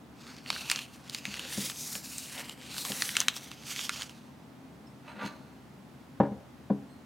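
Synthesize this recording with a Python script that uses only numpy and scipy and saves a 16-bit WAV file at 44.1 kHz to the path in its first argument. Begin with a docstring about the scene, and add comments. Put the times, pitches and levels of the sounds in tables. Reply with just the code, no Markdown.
"""Over the low murmur of a quiet room, hands gather foil-lined paper tea sachets on a wooden table.
The paper rustles in strokes of shaped noise and snaps with short coloured clicks; blows ring the table.
Near 5 s a china cup is touched and dragged: faint sine rings, then grating noise and a hum of the wood.
Just after 6 s the cup is set down with knocks, rocks once more onto its foot, and rings faintly again."""
import sys
import numpy as np
from scipy import signal
from scipy.fft import rfft, irfft, next_fast_len
from scipy.io import wavfile
from scipy.ndimage import uniform_filter1d, map_coordinates

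SR = 44100
rng = np.random.default_rng(int(sys.argv[2]) if len(sys.argv) > 2 else 0)


def put_to_file(sound):
    """Save the sound as 16-bit audio at rate SR, in the file named by the first command-line argument."""
    columns = np.atleast_2d(sound).T  # one column per channel
    safe = np.clip(columns, -1, 1)
    whole_steps = np.round(safe * 32767)
    wavfile.write(sys.argv[1], SR, whole_steps.astype(np.int16))


N = 310905  # length in samples, about 7 s

# strokes of the hands over the sachets; levels before the final balance of the layers:
# start_s, length_s, swell_db (rise from start to end), rustle_db, hiss_db (fine), rub_db (dull, of fingers)
HAND_STROKES = [(0.215, 0.19, -1, -52.5, -69, -59.5), (0.502, 0.16, -2, -44, -51, -52),
                (0.705, 0.14, -7, -45, -50.5, -53), (0.93, 0.0096, 7.5, -54, -59.5, -61),
                (1.038, 0.058, 1, -54.5, -73, -56), (1.138, 0.048, 1, -43.5, -53, -59),
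                (1.27, 0.21, 2.5, -42.5, -55, -52.5), (1.529, 0.17, 1.5, -38.5, -39, -49.5),
                (1.773, 0.089, -0.5, -44.5, -42.5, -66), (1.881, 0.1, 1, -52, -42, -54.5),
                (2.06, 0.34, -4.5, -48.5, -47.5, -82), (2.363, 0.044, 4.5, -43.5, -49.5, -48),
                (2.447, 0.074, 0, -49.5, -58, -59), (2.613, 0.14, 8, -46, -56, -56.5),
                (2.779, 0.33, 2.5, -42, -39, -48), (3.148, 0.076, 3.5, -42, -45, -48),
                (3.352, 0.012, 7, -40.5, -49, -56), (3.425, 0.016, 11, -55, -56, -59),
                (3.49, 0.16, 0, -55.5, -65, -62), (3.684, 0.17, 0, -39, -46, -52),
                (3.923, 0.11, 2, -40.5, -53, -53)]


def handling():
    """A stroke grips quickly, arches and stops; then the paper settles slowly: rustle, hiss, rub gains."""
    return strokes(HAND_STROKES, grip_s=0.032, stop_s=0.024, settle_db=(-11, -10, -3), settle_s=0.12)


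# colour of crinkling paper: pitch_hz, level_db
RUSTLE_COLOUR = [(500, -24.5), (1200, -11), (1900, -9.5), (2800, -1.5), (3600, -3.5), (4500, -4.5),
                 (6500, -5.5), (9000, -15), (16000, -42.5)]
# colour of the fine hiss of fibres: pitch_hz, level_db
HISS_COLOUR = [(2000, -31.5), (4000, 0), (6500, 0), (8000, 0.5), (9500, 0), (12000, -3), (16000, -8.5)]
# colour of fingers rubbing: pitch_hz, level_db
RUB_COLOUR = [(200, -16.5), (400, -6.5), (800, -3.5), (1400, 0), (2200, -3), (4000, -24)]
# a sachet held clear of the table rings as a hollow pouch: time_s, ringing_share (0-1)
HELD_CLEAR = [(0, 1), (.8, 0.9), (1.2, .5), (1.5, 0.3), (3.5, 0), (3.68, 0.6), (3.76, 0.5), (3.85, 0.2)]
# resonances of the hollow pouch: pitch_hz, width_hz, boost_db
POUCH_RESONANCES = [(1597, 153, 5), (2750, 400, 6.5), (4400, 250, 7)]
# where the handling happens, for the snaps too: time_s, left_minus_right_db
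HAND_PLACE = [(1.2, -.4), (1.5, 0), (3.4, 0), (3.62, -2.2)]


def sliding(rustle, hiss, rub):
    """Paper catches and slips on wood and skin; some slides add a fine, even hiss."""
    seconds = np.arange(N) / SR
    held = np.clip(np.interp(seconds, *np.transpose(HELD_CLEAR)), 0, 1)
    crinkle = coloured(friction(rate=330, spread_db=0.5, smooth=1.43), RUSTLE_COLOUR)
    on_table = (1 - held) * crinkle
    in_hand = held * resonant(crinkle, POUCH_RESONANCES)
    paper = amp(-2.2) * rustle * shifting(on_table + in_hand, depth_db=3.0)

    even_hiss = coloured(rng.standard_normal(N), HISS_COLOUR)
    fibres = amp(0.5) * hiss * shifting(even_hiss, depth_db=2.0)

    skin = coloured(friction(rate=300, spread_db=3.5, smooth=1.0), RUB_COLOUR)
    fingers = amp(-2.0) * rub * shifting(skin, depth_db=2.5)

    # the pressure of the fingers never stays quite even
    pressure = amp(1.63 * wobble(70))
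    left_minus_right_db = np.interp(seconds, *np.transpose(HAND_PLACE))
    sides = amp(np.outer([1, -1], left_minus_right_db) / 2)
    return in_room(sides * pressure * (paper + fibres + fingers), wet_db=-23, width=0.047)[:, :N]


def shifting(x, depth_db):
    """Paper changes its resonances as it bends: gains that drift in pitch and time."""
    z = signal.stft(x, nperseg=512)[2]
    field = rng.standard_normal(z.shape)
    for _ in range(2):
        field = uniform_filter1d(field, size=24, axis=1)
        field = uniform_filter1d(field, size=6, axis=0)
    return unit(signal.istft(z * amp(depth_db * unit(field)), nperseg=512)[1][:N])


# a sachet wall buckles; levels before a common boost:
# time_s, level_db, patch_hz (pitch of the flexing patch), treble_db (tilt), body_db (hollow body)
SACHET_SNAPS = [(0.461, -27, 2960, -27, 2), (0.5025, -9.5, 3930, -13, -4), (0.528, -24, 1460, -20, -5),
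                (0.562, -21.5, 1520, -29, 0), (0.699, -10, 4400, 16, 3), (0.7142, -7, 4430, 12, 7),
                (0.7596, -16, 4300, 0, -1), (0.79, -19, 2800, 3, -2), (1.097, -22.5, 4650, 17, -4),
                (1.147, -15.5, 5040, 4, 0), (1.253, -16, 2420, 4, 4), (1.341, -22, 2220, -5, -3),
                (1.394, -19.5, 2947, 4, -6), (1.953, -21, 7380, -30, 2), (2.182, -19, 7740, 23, -14),
                (2.379, -25, 3370, -8, -8), (2.495, -23, 3100, 11, -7), (2.766, -26, 1586, -5, -3),
                (2.781, -20, 4440, -7, -3), (2.85, -19.5, 1100, -11, -6), (2.9193, -17, 1360, -19, -2),
                (3.021, -8.5, 4800, 4.5, 10), (3.091, -17, 2940, 1, 9.5), (3.1536, -18, 2190, -2.5, 6.5),
                (3.1674, -5, 7000, -10.5, 0), (3.203, -6, 6400, 6, -12), (3.214, -16, 3050, -1, 3),
                (3.283, -3, 3680, 5.5, -2), (3.515, -25.5, 2800, -20, 2), (3.7618, -20.5, 4750, 16, 10),
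                (3.792, -17.5, 3040, -4, 10), (3.8932, -11.5, 1480, -8, 2), (4.02, -19.5, 3250, 9, 8),
                (4.0945, -30.5, 2540, 4, 2)]
# basic colour of buckling foil: pitch_hz, level_db
FOIL_COLOUR = [(100, -30.5), (500, -12), (1200, 0), (3000, 4), (6500, -2), (9000, -5.5), (12000, -14),
               (16000, -18.5)]


def snaps(rustle):
    """Each buckle is a short crack coloured by its patch of foil, then a brief flutter of the sheet."""
    travel_s = 0.000592  # travel time of a 3 kHz wave across the sheet
    crack_db, crack_t60_s = -10, 0.0064
    flutter_db, flutter_t60_s = -29, 0.07
    out = np.zeros((2, N))
    t = np.arange(2048) / SR
    hz = np.fft.rfftfreq(len(t), 1 / SR)
    # bending waves carry the treble across the sheet faster than the bass
    spread = np.exp(-4j * np.pi * travel_s * np.sqrt(3000 * hz))

    def hump(centre_hz, octaves):
        """A rounded peak in the spectrum around one pitch."""
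        return 1 / (1 + (np.log2((hz + 1) / centre_hz) / octaves) ** 2)

    for s, db, patch_hz, treble_db, body_db in SACHET_SNAPS + creases(rustle):
        colour_db = along(FOIL_COLOUR, hz) + treble_db * hz / (hz + 7000)
        colour_db += 9 * hump(patch_hz, 0.27) + body_db * hump(1970, 0.38)
        pulse = irfft(rfft(causal(amp(colour_db))) * spread)

        crack = amp(crack_db - 60 * t / crack_t60_s)
        flutter = amp(flutter_db - 60 * t / flutter_t60_s)
        push = rng.standard_normal(len(t)) * (crack + flutter)
        push[0] = 1  # the first sharp click

        snap = signal.fftconvolve(push, pulse)[:len(t)]
        snap *= amp(db + 9.0) / np.linalg.norm(snap)
        pan_db = np.interp(s, *np.transpose(HAND_PLACE))
        add(out, s, in_room(placed(beamed(snap), pan_db), wet_db=-17, width=0.26))
    return out


def creases(rustle):
    """Small creases give way by chance, as strong as the rustle under them; rows like SACHET_SNAPS."""
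    per_s, over_rustle_db, scatter_db, typical_hz = 16, 14.5, 1.5, 2970
    first = HAND_STROKES[0][0]
    last = HAND_STROKES[-1][0] + HAND_STROKES[-1][1]
    count = int(per_s * (last - first))
    when, size, pitch = rng.random(size=(count, 3)).T
    times = first + (last - first) * when
    rustle_db = 20 * np.log10(rustle[(times * SR).astype(int)])
    levels_db = rustle_db + over_rustle_db + scatter_db * (2 * size - 1)
    pitches_hz = typical_hz * 2 ** (2 * pitch - 1)  # up to an octave either way
    return [(s, db, hz, 0, 0) for s, db, hz in zip(times, levels_db, pitches_hz)]


def beamed(snap):
    """A bent sheet radiates in lobes, so each pitch reaches left and right a little differently."""
    lobe_hz, uneven_db = 1800, 1.0
    hz = np.fft.rfftfreq(len(snap), 1 / SR)
    knots = rng.standard_normal(size=(2, 32))
    level, phase = (map_coordinates(row, [hz / lobe_hz], mode="mirror") for row in knots)
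    difference_db = uneven_db * (level + 1j * phase)
    return irfft(rfft(snap) * amp(np.outer([1, -1], difference_db) / 2))


# light touches that ring the cup; levels before a common trim: time_s, level_db, pitch_hz, t60_s (60 dB fade)
CUP_PINGS = [(4.867, -50, 5280, 0.061), (4.865, -71, 8441, .3), (5.079, -52, 4000, 0.12),
             (5.08, -69, 8441, 0.45), (6.891, -60, 4194, 0.33), (6.89, -67, 8226, .5)]
# colour of the cup's foot grating on wood: pitch_hz, level_db
GRATING_COLOUR = [(350, -27), (600, 3.5), (900, -6.5), (1500, 1.5), (2000, -1), (2800, -5), (4400, -20),
                  (5200, -32), (15500, -40)]
# colour of its sharper grit: pitch_hz, level_db
SHARP_COLOUR = [(1500, -12), (4000, 3), (7000, -5.5), (10000, -7.5), (15500, -16)]
# resonances of the dragged cup on the wood: pitch_hz, width_hz, boost_db
CUP_RESONANCES = [(915, 65, 17), (1157, 50, 9.5), (1410, 50, 7.5), (2600, 150, 3.5), (4200, 290, 9.5),
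                  (6360, 290, 8.5), (8400, 150, 3.5)]


def cup():
    """The unglazed foot grates on the wood, sharpest just as it lifts; fingers ring the china faintly."""
    def scrape(colour):
        """Foot and wood catch and slip, heard through the cup's resonances."""
        slips = friction(rate=440, spread_db=1, smooth=0.7)
        return resonant(coloured(slips, colour), CUP_RESONANCES)

    grating, grit, _ = pulls()
    china = grating * scrape(GRATING_COLOUR) + grit * scrape(SHARP_COLOUR)
    china *= amp(1.6 * wobble(160))
    t = np.arange(SR // 2) / SR
    for s, db, hz, t60_s in CUP_PINGS:
        # a finger on the china damps the ring unevenly
        touch = amp(3.2 * wobble(95)[:len(t)])
        fade = amp(db - 2.0 - 60 * t / t60_s)
        soft_start = 1 - np.exp(-t / 0.0044)
        add(china, s, touch * fade * soft_start * np.sin(2 * np.pi * hz * t))
    return in_room(placed(china, pan_db=-1.2), wet_db=-5.5, width=0.42)[:, :N]


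# pulls on the cup; levels before colour and unevenness:
# start_s, length_s, swell_db, grating_db, grit_db (sharp), drone_db (of the table)
CUP_PULLS = [(5.08, 0.036, 0.5, -50, -66, -70), (5.17, 0.071, 10, -45.5, -75, -48.5),
             (5.245, 0.025, 5, -47.5, -48.5, -42.5)]


def pulls():
    """Gains for the grating, grit and table drone as the cup's foot is pulled."""
    return strokes(CUP_PULLS, grip_s=0.026, stop_s=0.012, settle_db=-16, settle_s=0.15)


# blows on the table by fingers and cup; levels before a common boost:
# time_s, level_db, hardness_hz (a harder contact reaches higher)
TABLE_KNOCKS = [(1.276, -34, 250), (1.576, -25.5, 335), (1.639, -38, 350), (1.953, -42, 900),
                (2.9, -32.5, 700), (5.246, -28, 297), (6.2007, -12, 1560), (6.232, -26, 2000),
                (6.25, -31, 2500), (6.264, -38, 3020), (6.312, -25.5, 220), (6.322, -40, 3020),
                (6.6995, -29, 2200), (6.7021, -17.5, 506), (6.706, -17.5, 220)]


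def knocks():
    """Blows ring the table; a soft contact reaches only its low modes."""
    out = np.zeros((2, N))
    ring = table_ring()
    t = np.arange(len(ring)) / SR
    for s, db, hard_hz in TABLE_KNOCKS:
        # the spot under the blow heaves briefly
        heave = np.sin(2 * np.pi * 600 * t) * amp(9.5 - 60 * t / 0.012)
        heave *= 1 - np.exp(-t / 0.0036)
        # the crowded upper modes clatter
        band = signal.butter(1, [450, 2200], "band", fs=SR)
        rattle = signal.lfilter(*band, rng.standard_normal(len(t)))
        clatter = rattle * amp(-13.0 - 60 * t / 0.11)

        softness = signal.butter(2, min(hard_hz, SR / 4), fs=SR)
        blow = signal.lfilter(*softness, ring + heave + clatter)
        add(out, s, in_room(placed(amp(db + 2.5) * blow, pan_db=1.5), wet_db=-16, width=0.24))
    return out


# modes of the table top, at levels relative to each other: pitch_hz, level_db, t60_s (60 dB fade)
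TABLE_MODES = [(71.3, -30, 0.44), (89.3, -28, 0.73), (138, -9, 0.34), (153.5, -9.5, 0.12),
               (203.6, 5.5, 0.13), (281, -7, 0.26), (315.5, -6, 0.15), (409.5, -10, 0.19), (459, -10, 0.21),
               (519, 1, 0.079), (568, -7.5, .12), (632, -18.5, 0.22), (675, -10, 0.01), (798, -1, 0.099),
               (878, -12, 0.098), (940, -5, 0.079), (1001, -7.5, 0.089), (1100, -9.5, 0.066),
               (1278, -18, 0.089), (1445, -21, 0.14), (1646, -10.5, 0.031), (1750, -14, 0.056)]


def table_ring():
    """The table's answer to one blow; neighbouring modes swing in opposite directions."""
    t = np.arange(SR // 2) / SR
    ring = np.zeros(len(t))
    for k, (hz, db, t60_s) in enumerate(TABLE_MODES):
        ring += (-1) ** k * amp(db - 60 * t / t60_s) * np.sin(2 * np.pi * hz * t)
    return ring / np.abs(ring).max()


# hands pressing on the table as they slide: start_s, length_s, swell_db, drone_db
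HAND_PRESSES = [(1.35, 0.11, 4, -53.5), (2.62, 0.54, 1.5, -55.5)]


def drone():
    """Pressing hands and the dragged cup make the table hum in its modes."""
    shaken = signal.fftconvolve(friction(rate=300, spread_db=3.5, smooth=0.84), table_ring())[:N]
    hands, = strokes(HAND_PRESSES, grip_s=0.067, stop_s=0.11, settle_db=-15.5, settle_s=0.25)
    cup_drone = pulls()[2]
    return placed((hands + cup_drone) * unit(shaken), pan_db=3.0)


def radiated(x):
    """Air slips round the table's edge, so that it sends out no deep bass."""
    return signal.sosfilt(signal.butter(4, 75, "high", fs=SR, output="sos"), x)


# colour of the room's murmur: pitch_hz, level_db
AIR_COLOUR = [(25, -50), (40, -30.5), (52, -45), (68, -3.5), (100, -10.5), (135, -4.5), (250, -2.5),
              (360, -10.5), (520, -14), (820, -14), (1120, -18), (1800, -23), (4450, -31), (9000, -37),
              (15800, -40.5)]
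# low resonances of the room: pitch_hz, width_hz, boost_db
ROOM_BOOMS = [(134.5, 13, 6), (203, 14, 1), (255.5, 35, 4.5)]
# stereo width of the murmur: pitch_hz, side_minus_mid_db
MURMUR_WIDTH = [(60, -13), (180, -12.5), (550, -6), (1650, -4), (4970, -4), (15000, -17.5)]
# stereo balance of the murmur: pitch_hz, left_minus_right_db
MURMUR_PAN = [(60, 1.5), (180, 1.4), (550, 0.63), (1650, -1.8), (4970, -0.72), (15000, 0.0)]


def air():
    """The steady low murmur of the room is coloured noise, its width and balance varying with pitch."""
    noise = coloured(rng.standard_normal((2, N)), AIR_COLOUR)
    mid, side = resonant(noise, ROOM_BOOMS)
    side = filtered(side, lambda hz: amp(along(MURMUR_WIDTH, hz)))
    stereo = np.array([mid + side, mid - side])
    return amp(-51.5) * filtered(stereo, lambda hz: amp(np.outer([1, -1], along(MURMUR_PAN, hz)) / 2))


# how long the room's echo takes to fade by 60 dB: pitch_hz, t60_s
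ROOM_FADE = [(100, 0.21), (500, 0.55), (3000, 0.27), (8000, 0.11), (16000, 0.261)]


def in_room(x, wet_db, width):
    """The direct sound and a diffuse noise tail that fades at its own speed for each pitch."""
    hz, t, z = signal.stft(rng.standard_normal((2, SR // 3)), SR, nperseg=256)
    fade = amp(-60 * t / along(ROOM_FADE, hz)[:, None]) * (t > 0)
    mid, side = signal.istft(z * fade, SR, nperseg=256)[1]
    tail = np.array([mid + width * side, mid - width * side])
    tail *= amp(wet_db) / np.linalg.norm(mid)
    tail[:, 0] += 1  # the direct sound
    return signal.fftconvolve(np.atleast_2d(x), tail, axes=1)


def strokes(rows, grip_s, stop_s, settle_db, settle_s):
    """A gain curve for each level column: attack, arched hold, then a release with a faint tail."""
    arch_db = 1  # the middle of a stroke over its ends
    t = np.arange(N) / SR
    power = 0
    for start, length, swell_db, *levels_db in rows:
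        before = np.maximum(start - t, 0)
        after = np.maximum(t - start - length, 0)
        progress = np.clip((t - start) / length, 0, 1)
        attack = np.exp(-before / grip_s)
        hold = amp(swell_db * (progress - 0.5) + arch_db * (np.sin(np.pi * progress) - 0.5))
        settling = np.outer(amp(settle_db), np.exp(-after / settle_s))
        release = np.maximum(np.exp(-after / stop_s), settling)
        power = power + (np.outer(amp(levels_db), attack * hold) * release) ** 2
    return np.sqrt(power)


def friction(rate, spread_db, smooth):
    """Tiny slips of uneven size, about rate a second, over a smooth rush."""
    size = amp(spread_db * np.minimum(rng.exponential(size=N), np.pi))
    happens = rng.random(N) < rate / SR
    slips = happens * rng.choice([-1, 1], N) * size
    return unit(unit(slips) + smooth * rng.standard_normal(N))


def resonant(x, peaks):
    """x with (pitch_hz, width_hz, boost_db) resonances, at rms 1."""
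    def response(hz):
        """All boosts added in dB."""
        return amp(sum(db / (1 + ((hz - centre) / wide) ** 2) for centre, wide, db in peaks))
    return unit(filtered(x, response))


def coloured(x, spectrum):
    """x filtered by the given colour, at rms 1."""
    return unit(filtered(x, lambda hz: amp(along(spectrum, hz))))


def filtered(x, response):
    """x times a response that depends on pitch."""
    m = next_fast_len(N + SR // 2)
    return irfft(rfft(x, m) * response(np.fft.rfftfreq(m, 1 / SR)), m)[..., :N]


def causal(gain):
    """The sharpest impulse response that has this gain per frequency (minimum phase)."""
    cepstrum = irfft(np.log(np.maximum(gain, 1e-6)))
    half = len(cepstrum) // 2
    fold = np.r_[1, np.full(half - 1, 2), np.zeros(half)]
    return irfft(np.exp(rfft(cepstrum * fold)))


def wobble(rate):
    """A smooth random curve with rate knots a second."""
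    knots = rng.standard_normal(int(N * rate / SR) + 4)
    return map_coordinates(knots, [np.arange(N) * rate / SR])


def placed(x, pan_db):
    """Place a sound a little to the left (+) or right (-)."""
    return x * amp(np.array([[pan_db], [-pan_db]]) / 2)


def add(track, s, sound):
    """Mix a sound into a track at time s."""
    part = track[..., round(s * SR):][..., :sound.shape[-1]]
    part += sound[..., :part.shape[-1]]


def along(points, hz):
    """Read (pitch_hz, value) points on a log pitch axis."""
    f, v = np.transpose(points)
    return np.interp(np.log(hz + 1), np.log(f + 1), v)


def amp(db):
    """Decibels to gain."""
    return 10 ** (np.asarray(db) / 20)


def unit(x):
    """Scale to rms 1."""
    return x / np.sqrt(np.mean(x ** 2) + 1e-20)


def scene():
    """Sachets, cup and table in the room."""
    rustle, hiss, rub = handling()
    sachets = sliding(rustle, hiss, rub) + snaps(rustle)
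    table = radiated(knocks() + drone())
    return sachets + cup() + table + air()


def record(dry):
    """A very steep low-pass at 16 kHz takes away the highest treble."""
    return filtered(dry, lambda hz: 1 / np.sqrt(1 + (hz / 16000) ** 120))


dry = scene()
out = record(dry)
put_to_file(out)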